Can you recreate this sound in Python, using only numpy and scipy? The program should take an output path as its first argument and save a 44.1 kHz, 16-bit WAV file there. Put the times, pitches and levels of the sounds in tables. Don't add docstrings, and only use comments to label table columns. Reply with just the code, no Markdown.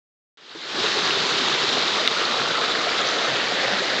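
import sys
import numpy as np
from scipy import signal
from scipy.fft import rfft, irfft, next_fast_len
from scipy.io import wavfile
from scipy.ndimage import uniform_filter1d, map_coordinates

SR = 44100
rng = np.random.default_rng(int(sys.argv[2]) if len(sys.argv) > 2 else 0)


def to_wav(sig):
    pcm = np.clip(np.atleast_2d(sig), -1, 1) * 32767
    pcm = np.round(pcm).astype(np.int16)
    wavfile.write(sys.argv[1], SR, pcm.T)


def elevation(decibels):
    levels = np.asarray(decibels, float)
    return 10 ** (levels / 20)


N = 176400


def unit(x):
    return x / np.sqrt(np.mean(x ** 2) + 1e-20)


def curve(rows):
    seconds, values = np.transpose(rows)
    return np.interp(np.arange(N) / SR, seconds, values)


def wobble(rate):
    knots = rng.standard_normal(400)
    return map_coordinates(knots, [np.arange(N) * min(rate, 90) / SR])


def coloured(x, *spectra):
    size = next_fast_len(N + 8192)
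    log_hz = np.log(np.fft.rfftfreq(size, 1 / SR) + 1)
    db = 0
    for points in spectra:
        hz, level = np.transpose(points)
        db = db + np.interp(log_hz, np.log(hz), level)
    return irfft(rfft(x, size) * elevation(db), size)[:N]


def grains(start_s, hz, gain, cycles, rise, size):
    u = np.arange(size) / SR * hz[:, None]
    tone = np.sin(2 * np.pi * u * (1 + rise * u / cycles / 2))
    decay = np.exp(-u / cycles)
    attack = 1 - np.exp(-u / (0.092 * cycles))
    fade_out = np.cos(np.arange(size) / size * np.pi / 2)
    wave = gain[:, None] * tone * decay * attack * fade_out
    at = (start_s * SR).astype(int)[:, None] + np.arange(size)
    return np.bincount(at.ravel(), wave.ravel(), N + 2 * size)[:N]


def swarm(count, centre_hz, spread, spiky_db, cycles, rise, size):
    chance = rng.random((count, 2))
    hz = np.clip(centre_hz * np.exp(spread * rng.standard_normal(count)), 100, 9000)
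    level_db = np.minimum(-spiky_db * np.log(1 - chance[:, 1]), 3 * spiky_db)
    return unit(grains(chance[:, 0] * N / SR, hz, elevation(level_db), cycles, rise, size))


def patchy(depth_db):
    z = signal.stft(rng.standard_normal(N), nperseg=256)[2]
    field = uniform_filter1d(rng.standard_normal(z.shape), size=4, axis=0)
    field = uniform_filter1d(field, size=12, axis=1)
    return unit(signal.istft(z * elevation(depth_db * unit(field)), nperseg=256)[1][:N])


# time in seconds, level in dB.
FADE = [(0.38, -50), (0.55, -39.5), (0.85, -22), (2.06, -22), (2.08, -23.5), (2.09, -23.5), (2.18, -22),
        (4.0, -21.5)]
# time in seconds, pose (0 high, 1 middle, 2 low).
POSE = [(0.4, 0.04), (1.8, 0.2), (2.2, 0.9), (3.0, 1.3), (3.4, 1.6), (4, 1.8)]
# frequency in Hz, density in dB per Hz.
HIGH = [(60, -25), (130, -10.5), (420, 0), (600, -5.5), (1000, -3.5), (1300, -2.5), (2460, -5.5),
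        (4500, -5)]
MIDDLE = [(60, -25.5), (130, -12.5), (450, -0.5), (950, -5.5), (1300, 1.5), (1550, -4), (2460, -6.5),
          (4500, -7.5)]
LOW = [(60, -25), (130, -14), (450, 0), (700, -1), (1100, -9.5), (1800, -0.5), (2600, -8), (4500, -9)]
# frequency in Hz, gain in dB.
PORT = [(20, -3), (105, -4), (125, -0.87), (2500, -0.5), (3850, 4.5), (4700, -0.6), (5500, -7),
        (7200, -13.5)]


def rush():
    flutter_db = .2 * wobble(3.5) + .35 * wobble(14) + .7 * wobble(60)
    water = patchy(depth_db=1.2) * elevation(flutter_db)
    fizz = swarm(count=5000, centre_hz=7000, spread=.5, spiky_db=3, cycles=1.5, rise=.1, size=96)
    water = water + elevation(-10.5) * fizz
    bubbles = swarm(count=1500, centre_hz=1516, spread=0.497, spiky_db=1.5, cycles=5, rise=.25, size=600)
    water = water + elevation(-16) * bubbles
    deep = swarm(count=400, centre_hz=380, spread=0.548, spiky_db=-0.5, cycles=6.5, rise=.25, size=3000)
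    water = water + elevation(-25) * deep
    pose = np.clip(curve(POSE), 0, 2)
    mix = np.zeros(N)
    for k, view in enumerate([HIGH, MIDDLE, LOW]):
        nearness = np.clip(1 - abs(pose - k), 0, 1)
        mix = mix + nearness * coloured(water, view, PORT)
    return unit(mix) * elevation(curve(FADE))


def ring_bubbles(table, trim_db, cycles):
    start_s, peak_db, hz = np.transpose(table)
    return grains(start_s, hz, elevation(peak_db + trim_db), cycles, rise=.05, size=6000)


# start in seconds, peak level in dB, pitch in Hz.
TICKS = [(0.4953, -32, 3850), (0.8644, -10, 3780), (1.1074, -10, 2690), (1.1814, -12, 3430),
         (1.2516, -11, 3990), (1.2674, -16, 3840), (1.4444, -13, 3790), (1.5254, -10, 3510),
         (1.5404, -12, 3790), (1.6474, -12, 3670), (1.7714, -11, 3960), (1.7833, -8, 3840),
         (1.8058, -11, 3620), (1.8244, -11, 3830), (2.2533, -9, 4120), (2.5504, -15, 3620),
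         (3.0184, -12, 3220), (3.1867, -12, 3630), (3.6454, -16, 2010), (3.7954, -15, 4250)]


def ticks():
    return ring_bubbles(TICKS, trim_db=-1.5, cycles=7)


# start in seconds, peak level in dB, pitch in Hz.
GURGLES = [(0.55, -29, 320), (0.779, -20, 353), (0.839, -14.5, 427), (0.969, -20.5, 374), (1.549, -17, 443),
           (1.999, -18, 604), (2.159, -20, 1280), (2.239, -15, 1230), (2.439, -24, 1420),
           (2.579, -13, 1230), (2.869, -14, 671), (3.329, -26, 440), (3.519, -15.5, 694),
           (3.639, -17.5, 520), (3.719, -30, 563), (3.799, -18.5, 382)]


def gurgles():
    return ring_bubbles(GURGLES, trim_db=-4, cycles=7)


# start in seconds, peak level in dB, pitch
# in Hz.
SURGES = [(.55, -30, 418), (.97, -37, 133), (1.52, -34, 143), (2.40, -33, 141), (2.77, -23.5, 307),
          (2.86, -21.5, 570), (3.29, -32, 152), (3.31, -32, 122), (3.45, -37, 132.5), (3.67, -35, 128),
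          (3.72, -24.5, 193), (3.79, -32, 178)]


def surges():
    return ring_bubbles(SURGES, trim_db=-2.1, cycles=6)


# start in seconds, peak level in dB, pitch in Hz.
BABBLE = [(0.962, -20.5, 408), (1.043, -34, 393), (1.23, -28, 402), (1.362, -22, 380), (1.418, -25, 416),
          (1.484, -22, 385), (1.55, -26, 447), (1.634, -22, 396)]


def babble():
    return ring_bubbles(BABBLE, trim_db=-3.5, cycles=10)


# frequency in Hz, level in dB, 60 dB decay in seconds.
DROP = [
    (3700, 0.1, .006),
    (2900, -11, .009),
    (2100, -12, .016),
    (5900, -16, .003),
]


def big_drop():
    start_s, level_db, attack_s = 2.0758, 3.2, 0.00022
    t = np.arange(2000) / SR
    ring = sum(elevation(db - 60 * t / t60) * np.sin(2 * np.pi * hz * t) for hz, db, t60 in DROP)
    out = np.zeros(N)
    out[round(start_s * SR):][:len(t)] = elevation(level_db) * ring * (1 - np.exp(-t / attack_s))
    return out


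# start in seconds, peak level in dB, pitch in Hz.
RIPPLE = [(2.12, -30, 1170), (2.1645, -20, 1390), (2.2335, -18, 1203), (2.348, -31, 1200),
          (2.424, -30, 1300), (2.504, -22, 1450), (2.5516, -17.5, 1268), (2.806, -21, 1195),
          (2.871, -21, 1330), (2.997, -21.5, 1316)]


def ripples():
    return ring_bubbles(RIPPLE, trim_db=-3, cycles=18)


# start in seconds, peak level in dB, pitch in Hz.
SPRAY = [(3.0134, -19, 6600), (3.0727, -15, 5670), (3.0735, -21, 4500), (3.088, -15, 5750),
         (3.088, -19, 4500), (3.1148, -22, 5720)]


def spray():
    return ring_bubbles(SPRAY, trim_db=-1.5, cycles=8)


def scene():
    bubbles = ticks() + gurgles() + surges() + babble() + ripples() + spray()
    return (rush() + bubbles + big_drop())[None]


def low_pass(x):
    return signal.sosfilt(signal.butter(12, 16500, fs=SR, output="sos"), x)


# frequency in Hz, gain in dB.
BAND = [(7200, 0), (8000, -11), (8600, -20.5), (9150, -42.5), (9400, -80.5)]


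def record(dry):
    start_s, clip_top = .3725, .71
    opened = dry[0] * (np.arange(N) > start_s * SR)
    x = np.clip(coloured(opened, BAND), -clip_top, clip_top)
    return low_pass(x[None])


dry = scene()
out = record(dry)
to_wav(out)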